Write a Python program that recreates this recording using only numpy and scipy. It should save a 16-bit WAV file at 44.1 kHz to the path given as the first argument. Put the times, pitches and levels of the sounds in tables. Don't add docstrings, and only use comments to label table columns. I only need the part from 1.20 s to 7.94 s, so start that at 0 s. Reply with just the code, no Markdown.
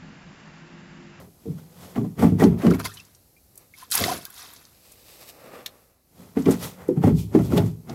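import sys
import numpy as np
from scipy import signal
from scipy.fft import rfft, irfft, next_fast_len
from scipy.io import wavfile

SR = 44100
rng = np.random.default_rng(int(sys.argv[2]) if len(sys.argv) > 2 else 0)


def log_audio(samples):
    frames = np.atleast_2d(samples).T
    limited = np.clip(frames, -1, 1)
    pcm = np.round(limited * 32767).astype(np.int16)
    wavfile.write(sys.argv[1], SR, pcm)


N = 297234
T = np.arange(N) / SR

# frequency_hz, density_db
BACKGROUND_SPECTRUM = [(15, -39), (25, -18), (37, 8.5), (178, -6), (537, -12), (666, -16), (782, -13),
                       (970, -23.5), (3630, -27), (3930, -21), (9300, -21), (12500, -14.5), (15500, -25)]
# peak_s, rise_s, fall_s, drone_db, rasp_db, hiss_db
SLIDES = [(0.0, .02, .1, -31, -48.5, -54), (0.3, 0.33, 0.9, -52, -61.5, -60.5),
          (0.384, 0.018, 0.069, -43, -52, -56), (0.63, 0.15, 0.33, -43.5, -49.5, -50),
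          (0.995, 0.023, 0.16, -18, -34, -42), (1.2, 0.019, .07, -13, -29, -37.5),
          (1.33, .1, 0.1, -20, -48, -59), (1.40, 0.038, 0.063, -28, -40, -52),
          (5.005, 0.1, 0.32, -43.5, -55.5, -56.5), (5.19, 0.018, .09, -45, -44, -46),
          (5.321, 0.086, 0.075, -35, -33.5, -37), (5.441, 0.064, 0.089, -27.5, -35.5, -33),
          (5.617, 0.11, 0.16, -43, -47, -57.5), (5.995, 0.066, 0.082, -38, -54.5, -41),
          (6.14, .04, .03, -29, -55, -65), (6.26, 0.18, 0.11, -28, -50, -46),
          (6.336, 0.073, 0.15, -13, -39.5, -43), (6.378, 0.023, 0.015, -30, -32, -33.5),
          (6.463, .05, 0.076, -48, -49, -47.5), (6.72, 0.063, .2, -29.5, -44.5, -55)]
# frequency_hz, density_db
RASP_SPECTRUM = [(290, -26.5), (500, 0.5), (551, -6.5), (745, -9), (1410, -13), (1710, -18), (1960, -14.5),
                 (2860, -26.5), (3500, -26), (4550, -52.5), (7700, -120)]
HISS_SPECTRUM = [(1470, -25), (2500, -4), (2620, -7.5), (2870, -6), (3470, -3), (3720, -5.5), (7980, -7),
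                 (9220, -10), (12600, -5), (15500, -13.5)]
# start_s, level_db, pitch_hz, hardness_db
KNOCKS = [(0.256, -26, 394, -21), (0.275, -25.5, 135, -38), (0.301, -33.5, 170, -31),
          (0.76, -25.5, 280, -2.5), (0.775, -18.5, 158, -12.5), (0.809, -21.5, 201, -24),
          (0.843, -28.5, 203.7, -8.5), (1.023, -15, 183, -2.5), (1.034, -11, 205, -7.5),
          (1.061, -20, 257, -7), (1.119, -16, 143, -30), (1.219, -8, 330, -6), (1.236, -4.5, 237, -15),
          (1.262, -12, 198, -33), (1.433, -19, 247, -7), (1.448, -13.5, 201, -7.5),
          (1.468, -10.5, 208, -29), (1.484, -12.5, 330, -21), (1.509, -12.5, 268.2, -15),
          (5.168, -14, 280, -15), (5.262, -9, 308, -18.5), (5.283, -8.5, 290, -13.5),
          (5.687, -10, 419, -24.5), (5.77, -19, 127, -16), (5.836, -9.5, 148, -9), (5.87, -10, 176, -10),
          (5.904, -16, 117, -39), (5.943, -28, 120.6, -38), (6.148, -4.5, 305, -16), (6.19, -17.5, 141, -9),
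          (6.321, -17.5, 217, -7), (6.374, -13.5, 375, -3), (6.392, -19, 124, -32), (6.433, -21, 123, -29),
          (6.692, -33.5, 170, 2)]
# frequency_hz, level_db, t60_s
HULL_MODES = [
    [(69.6, -10, 0.42), (103.3, -5, 0.6), (116.7, -7.5, 0.42), (144.3, 0.5, 0.32), (158.1, -5.5, 0.5)],
    [(178, 6.5, 0.29), (204.1, -1, 0.25), (227, 4, .22)],
    [(251.7, -4, 0.22), (276.3, 0, 0.18), (311.6, -6.5, .17)],
    [(343.7, -1, 0.18), (377.4, -1.5, 0.17), (404.8, 1, 0.18), (441, 4, 0.12), (455.4, 4, 0.084),
     (497.3, -7.5, 0.11)],
    [(589.6, 3.5, 0.091), (670, 1, 0.13), (761.5, 5.5, 0.066), (842.4, -1, .11), (905, -2.5, 0.052),
     (1040, -4, 0.081), (1146, -2, 0.066), (1360, -1, 0.033)],
]
# start_s, level_db, centre_hz, t60_s
CLACKS = [(0.756, -31, 1640, 0.034), (1.238, -15.5, 3504, 0.023), (1.421, -31, 1340, 0.058),
          (5.17, -24.5, 1262, 0.04), (5.221, -32, 5940, 0.027), (5.256, -22.5, 2170, 0.043),
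          (5.259, -29, 4970, 0.012), (5.307, -18.5, 7900, 0.078), (5.682, -32.5, 11000, 0.017),
          (6.148, -25, 1380, 0.041), (6.376, -15.5, 2600, 0.038), (6.695, -28, 4050, .027)]
# start_s, level_db, pitch_hz, t60_s
PITCHED_RINGS = [(1.203, -29, 1900, .1), (1.511, -20.5, 1380, 0.051), (1.536, -31, 2180, .025),
                 (1.601, -24, 1390, .028), (1.653, -15, 1370, 0.02), (1.657, -20.5, 1040, 0.024),
                 (1.657, -25.5, 2050, 0.026), (1.692, -37.5, 1360, .07), (1.715, -45, 1770, .07),
                 (1.772, -42, 2980, .08), (1.796, -40.5, 2606, 0.047), (2.165, -52, 2330, 0.051),
                 (2.538, -39, 2180, 0.028), (2.58, -49, 1022, .04), (2.625, -33, 1010, 0.033),
                 (2.839, -13.5, 1970, 0.018), (2.878, -16, 720, 0.034), (2.893, -18, 1000, 0.038),
                 (2.912, -16, 718, 0.038), (3.061, -47, 1560, .045), (3.079, -41, 1095, .045),
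                 (3.099, -45, 1435, 0.046)]
# peak_s, froth_db, spray_db
GULPS = [(1.39, -49, -47), (1.421, -33, -43), (1.469, -28, -38), (1.508, -33, -36.5), (1.545, -30.5, -38),
         (1.6, -30.5, -35.5), (1.654, -30.5, -26.5)]
# peak_s, rise_s, hold_s, fall_s, spray_db
POURS = [(1.697, .04, 0.063, 0.23, -48.5), (2.591, 0.057, 0.029, 0.09, -45.5),
         (2.721, 0.013, 0.22, 0.1, -22.5), (3.016, .03, 0.018, .2, -48.5), (3.182, 0.11, .1, .3, -42.5)]
# frequency_hz, density_db
PLUNGE_SPECTRUM = [(41, -28), (70, -4), (240, -2.5), (396, -5.5), (454, -5), (583, -10), (700, -3),
                   (910, -38.5), (1540, -120)]
FROTH_SPECTRUM = [(290, -37.5), (500, -15), (732, -14.5), (822, -19), (945, 4.5), (1550, 1.5), (3200, -8.5),
                  (4160, -30.5), (7040, -120)]
SPRAY_SPECTRUM = [(1410, -0.5), (2400, -11.5), (2620, -0.5), (2850, -12.5), (3030, -1.5), (3720, 0.5),
                  (5450, -1), (7980, -5.5), (8630, -7.5), (11300, -0.5), (15500, -11)]
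# start_s, level_db, centre_hz, t60_s
DROPS = [(1.466, -20, 2110, 0.017), (1.596, -31, 7000, .03), (1.653, -26, 4490, 0.044),
         (1.653, -23, 11000, .025), (1.738, -32, 8300, 0.061), (1.770, -31.5, 3240, .044),
         (1.8, -29.5, 4940, 0.021), (1.85, -38, 5800, .02), (1.948, -36.5, 6000, 0.025),
         (2.355, -35, 10970, .02), (2.376, -27, 10900, 0.023), (2.703, -24.5, 9100, .008),
         (2.713, -11, 9200, 0.019), (2.743, -11, 11000, 0.011), (2.752, -2.5, 11800, 0.025),
         (2.777, -8, 4850, 0.012), (2.838, -8, 3480, 0.026), (3.052, -18, 12000, 0.0066),
         (3.052, -24.5, 4470, 0.019), (3.102, -26, 12100, 0.017), (3.141, -28.5, 10000, 0.012),
         (3.335, -30, 10500, .015), (3.361, -34.5, 4440, 0.035), (3.452, -33, 4500, .01),
         (3.719, -33.5, 9800, .033)]
# peak_s, rise_s, fall_s, rub_db, swish_db
SLEEVE_TUGS = [(1.949, 0.32, 0.29, -73, -71.5), (2.41, 0.15, 0.14, -59, -64),
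               (3.68, 0.26, 0.88, -59, -55.5), (3.9, 0.095, 0.22, -55, -50.5),
               (4.01, 0.11, 0.23, -53, -51.5), (4.10, 0.066, 0.023, -55, -46),
               (4.26, 0.27, 0.31, -46.5, -58), (4.35, 0.17, 0.3, -43.5, -59)]
# frequency_hz, density_db
RUB_SPECTRUM = [(53, -24.5), (90, -2), (443, 1.5), (493, 6.5), (967, -5), (1200, -1), (1510, -9),
                (1810, -8.5), (3500, -12.5), (4550, -55), (7700, -120)]
SWISH_SPECTRUM = [(1470, -8), (2500, 2.5), (3890, 1.5), (5010, 3), (6950, -3), (8350, 2), (9510, -7),
                  (11500, 3), (14800, -3.5), (15500, -2)]
# frequency_hz, density_db
SNAP_SPECTRUM = [(470, -35), (800, -21), (2050, -6.5), (2440, -12), (4110, -1), (6350, -12), (8030, -10),
                 (9440, -21), (12900, -10), (15500, -23)]


def from_db(db):
    return 10 ** (np.asarray(db) / 20)


def unit_rms(x):
    return x / np.sqrt(np.mean(x ** 2) + 1e-20)


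def add(out, start_s, sound):
    start = max(round(start_s * SR), 0)
    out[start:start + len(sound)] += sound[:N - start]


def coloured(x, spectrum):
    hz, db = np.transpose(spectrum)
    size = next_fast_len(N + SR // 2, real=True) // 2 * 2
    octave = np.log2(np.maximum(np.arange(size // 2 + 1) * SR / size, 1))
    octaves_outside = np.maximum(np.log2(hz[0]) - octave, 0) + np.maximum(octave - np.log2(hz[-1]), 0)
    gain_db = np.interp(octave, np.log2(hz), db) - 30 * octaves_outside
    cepstrum = irfft(np.log(from_db(gain_db)))
    cepstrum[1:size // 2] *= 2
    cepstrum[size // 2 + 1:] = 0
    return unit_rms(irfft(rfft(x, size) * np.exp(rfft(cepstrum)))[:N])


def ring(x, hz, t60):
    radius, angle = from_db(-60 / (t60 * SR)), 2 * np.pi * hz / SR
    return signal.lfilter([0, np.sin(angle)], [1, -2 * radius * np.cos(angle), radius * radius], x)


def fade(t, t60, attack_s):
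    return (1 - np.exp(-t / attack_s)) * np.exp(-np.log(1000) * t / t60)


def clicks(per_s, spread_db):
    chance, out = rng.random(N) * SR / per_s, np.zeros(N)
    at = np.flatnonzero(chance < 1)
    out[at] = from_db(spread_db * np.minimum(-np.log(chance[at]), 4)) * (-1) ** at
    return out


def grains(per_s, spread_db, smooth):
    return unit_rms(clicks(per_s, spread_db)) + smooth * rng.standard_normal(N)


def crackle(per_s, spread_db, cycles, smooth):
    pitches_hz = np.geomspace(2000, 15500, 24)
    hits, pitch_index = clicks(per_s, spread_db), rng.integers(0, len(pitches_hz), N)
    rings = sum(hz * ring(hits * (pitch_index == k) + 1e-18, hz, cycles / hz)
                for k, hz in enumerate(pitches_hz))
    return unit_rms(rings) + smooth * rng.standard_normal(N)


def wobble(per_s):
    knots = rng.standard_normal(N // 10)
    return np.interp(T * per_s, np.arange(len(knots)), knots)


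def swell(peak_s, rise_s, fall_s, db, hold_s=0, sag_db_per_s=0):
    out, hold_s = np.zeros(N), max(hold_s, 0)
    span = slice(*np.searchsorted(T, [peak_s - 4 * rise_s, peak_s + hold_s + 4 * fall_s]))
    t = T[span] - peak_s
    decades_down = np.maximum(-t, 0) / rise_s + np.maximum(t - hold_s, 0) / fall_s
    out[span] = from_db(db - sag_db_per_s * np.clip(t, 0, hold_s) - 20 * decades_down)
    return out


def power_sum(gains):
    return np.sqrt(sum(gain ** 2 for gain in gains))


def strokes(rows):
    return power_sum(np.outer(from_db(levels_db), swell(peak_s, rise_s, fall_s, 0))
                     for peak_s, rise_s, fall_s, *levels_db in rows)


def background(level_db, sleeves_still_s, dip_width_s, dip_db):
    dip = np.exp(-((T - sleeves_still_s) / dip_width_s) ** 2)
    return from_db(level_db + dip_db * dip) * coloured(rng.standard_normal(N), BACKGROUND_SPECTRUM)


def friction_gains(lag_s=0.0024, rise_s=0.027, shudder_fall_s=0.17, skid_fall_s=0.072):
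    shudder = power_sum(swell(start_s + lag_s, rise_s, shudder_fall_s, db - 6.5 * np.log2(hz / 192))
                        for start_s, db, hz, _ in KNOCKS)
    skid = power_sum(swell(start_s + lag_s, rise_s, skid_fall_s, db + hardness_db)
                     for start_s, db, _, hardness_db in KNOCKS)
    from_blows = np.array([from_db(-14) * shudder, from_db(-13.5) * skid, from_db(-23) * skid])
    return power_sum([strokes(SLIDES), from_blows])


def scraping(drone_db, rasp_db, hiss_db):
    drone, rasp, hiss = friction_gains()
    slips = grains(per_s=830, spread_db=-1.0, smooth=0.63)
    grit = crackle(per_s=3800, spread_db=0.0, cycles=18, smooth=0.7)
    low_modes = sum(HULL_MODES[:-1], [])
    hull = sum(from_db(db) * ring(slips, hz, t60 / 2) * (-1) ** k
               for k, (hz, db, t60) in enumerate(low_modes))
    return (from_db(drone_db) * drone * unit_rms(hull)
            + from_db(rasp_db) * rasp * coloured(slips, RASP_SPECTRUM)
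            + from_db(hiss_db) * hiss * coloured(grit + 0.5 * slips, HISS_SPECTRUM))


def hull_knocks(register_db, scatter_db, detune, contact_s):
    out = np.zeros(N)
    for register, modes in enumerate(HULL_MODES):
        hz, db, t60 = np.transpose(modes)[:, :, None]
        t = T[:int(t60.max() * SR)]
        decays = from_db(db) * fade(t, t60, contact_s)
        for start_s, level_db, pitch_hz, hardness_db in KNOCKS:
            octaves = np.log2(hz.mean() / pitch_hz)
            rolloff_db = min(17.5 * octaves, -6 * octaves)
            share_db = hardness_db if modes is HULL_MODES[-1] else rolloff_db
            strength, shift, polarity = rng.standard_normal((3, len(modes), 1))
            swings = np.sin(2 * np.pi * hz * (1 + detune * shift) * t)
            tone = np.sum(np.sign(polarity) * from_db(scatter_db * strength) * decays * swings, axis=0)
            gain = from_db(level_db + share_db + register_db[register])
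            add(out, start_s, gain * tone / np.std(tone[:SR // 30]))
    return out


def impacts(rows, level_db, relative_width, attack_s):
    out, t = np.zeros(N), T[:SR // 10]
    for start_s, db, hz, t60 in rows:
        radius = np.exp(-np.pi * relative_width * hz / SR)
        resonance = [1, 0, -1, 1, -2 * radius * np.cos(2 * np.pi * hz / SR), radius * radius]
        burst = rng.standard_normal(len(t)) * fade(t, t60, attack_s)
        crack = signal.sosfilt([resonance, resonance], burst)
        add(out, start_s, from_db(db + level_db) * crack / np.abs(crack).max())
    return out


def hull_echo(x, wet_db, t60, bounces_per_s=2500):
    t = T[:SR // 6]
    bounces = rng.standard_normal(len(t)) * (rng.random(len(t)) < bounces_per_s / SR)
    bounces *= fade(t, t60, attack_s=0.003)
    return x + from_db(wet_db) * signal.fftconvolve(x, bounces / np.linalg.norm(bounces))[:N]


def rising_ring(hz, t60, glide, swell_cycles):
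    t = T[:int(t60 * SR) + 2]
    return fade(t, t60, swell_cycles / hz) * np.sin(2 * np.pi * hz * t * (1 + glide * t / t60 / 2))


def jug_and_bubble_rings(level_db, glide, swell_cycles, flutter_db):
    out = np.zeros(N)
    for start_s, db, hz, t60 in PITCHED_RINGS:
        add(out, start_s, from_db(db + level_db) * rising_ring(hz, t60, glide, swell_cycles))
    return out * from_db(flutter_db * wobble(per_s=570))


def pour_gains(peak_s, rise_s, hold_s, fall_s, spray_db):
    # lag_s, extra_rise_s, level_db
    plunge = (0.1, 0.061, 1.413 * spray_db)
    froth = (0.03, 0.012, spray_db - 3.5)
    spray = (0, 0, spray_db)
    return np.array([swell(peak_s + lag_s, rise_s + extra_s, fall_s, db, hold_s - lag_s, sag_db_per_s=49)
                     for lag_s, extra_s, db in (plunge, froth, spray)])


def flow_gains(gulp_rise_s=0.017, gulp_fall_s=0.034):
    gulps = strokes((peak_s, gulp_rise_s, gulp_fall_s, froth_db - 8.5, froth_db, spray_db)
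                    for peak_s, froth_db, spray_db in GULPS)
    return power_sum([gulps] + [pour_gains(*row) for row in POURS])


def bubble_cloud(per_s, low_hz, high_hz, cycles, spread_db):
    out = np.zeros(N)
    start_s, end_s = GULPS[0][0], sum(POURS[-1][:-1])
    count = int(per_s * (end_s - start_s))
    for when, pitch, strength in rng.random((4000, 3))[:count]:
        hz = low_hz * (high_hz / low_hz) ** pitch
        bubble = rising_ring(hz, cycles / hz, glide=0.14, swell_cycles=0.94)
        add(out, start_s + when * (end_s - start_s), from_db(spread_db * strength) * bubble)
    return out / np.std(out[int(start_s * SR):int(end_s * SR)])


def splash(plunge_db, froth_db, cloud_db, spray_db, spatter_db):
    plunge, froth, spray = flow_gains()
    cavity = grains(per_s=300, spread_db=-4.0, smooth=0.17)
    slaps = grains(per_s=1200, spread_db=2.5, smooth=0.29)
    cloud = bubble_cloud(per_s=600, low_hz=691, high_hz=2790, cycles=26, spread_db=16)
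    droplets = crackle(per_s=3500, spread_db=4.0, cycles=55, smooth=0.6)
    spatter = from_db(spatter_db) * crackle(per_s=130, spread_db=5.0, cycles=10, smooth=0)
    return (plunge * from_db(plunge_db) * coloured(cavity, PLUNGE_SPECTRUM)
            + froth * (from_db(froth_db) * coloured(slaps, FROTH_SPECTRUM) + from_db(cloud_db) * cloud)
            + spray * from_db(spray_db) * coloured(droplets + 0.5 * slaps + spatter, SPRAY_SPECTRUM))


def jacket(rub_db, swish_db):
    rub, swish = strokes(SLEEVE_TUGS)
    threads = grains(per_s=7100, spread_db=5.0, smooth=0.86) * from_db(1.5 * wobble(per_s=35))
    return (from_db(rub_db) * rub * coloured(threads, RUB_SPECTRUM)
            + from_db(swish_db) * swish * coloured(threads, SWISH_SPECTRUM))


def jug_snap(start_s, level_db, t60, attack_s):
    envelope = fade(np.maximum(T - start_s, 0), t60, attack_s)
    return from_db(level_db) * coloured(rng.standard_normal(N), SNAP_SPECTRUM) * envelope


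def scene():
    knocks = hull_knocks(register_db=[-2.0, -3.5, -6.0, -8.5, -9.5], scatter_db=6.0,
                         detune=0.01, contact_s=0.0037)
    scrapes = scraping(drone_db=-2.5, rasp_db=1.0, hiss_db=-0.5)
    water = splash(plunge_db=3.5, froth_db=-5.0, cloud_db=-11.0, spray_db=-1.3, spatter_db=-13)
    rings = jug_and_bubble_rings(level_db=2.0, glide=0.11, swell_cycles=2.4, flutter_db=4.5)
    drops = impacts(DROPS, level_db=-4.5, relative_width=0.81, attack_s=0.001)
    clacks = impacts(CLACKS, level_db=-5.0, relative_width=1.0, attack_s=0.0013)
    snap = jug_snap(start_s=4.46, level_db=-18, t60=0.025, attack_s=0.0021)
    rings = hull_echo(rings, wet_db=-3.5, t60=0.025)
    taps = hull_echo(drops + clacks + snap, wet_db=-10.0, t60=0.072)
    floor = background(level_db=-58.5, sleeves_still_s=4.8, dip_width_s=0.11, dip_db=-7.5)
    rustle = jacket(rub_db=-1.0, swish_db=1.5)
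    return (knocks + scrapes + water + rings + taps + rustle + floor)[None]


def record(dry):
    highpass = signal.butter(3, 62, "high", fs=SR, output="sos")
    lowpass = signal.ellip(12, 0.1, 90, 15800, fs=SR, output="sos")
    thinned = signal.sosfilt(highpass, dry)
    rounded = 1.2 * np.tanh(thinned / 1.2)
    return signal.sosfilt(lowpass, rounded)


dry = scene()
out = record(dry)
log_audio(out)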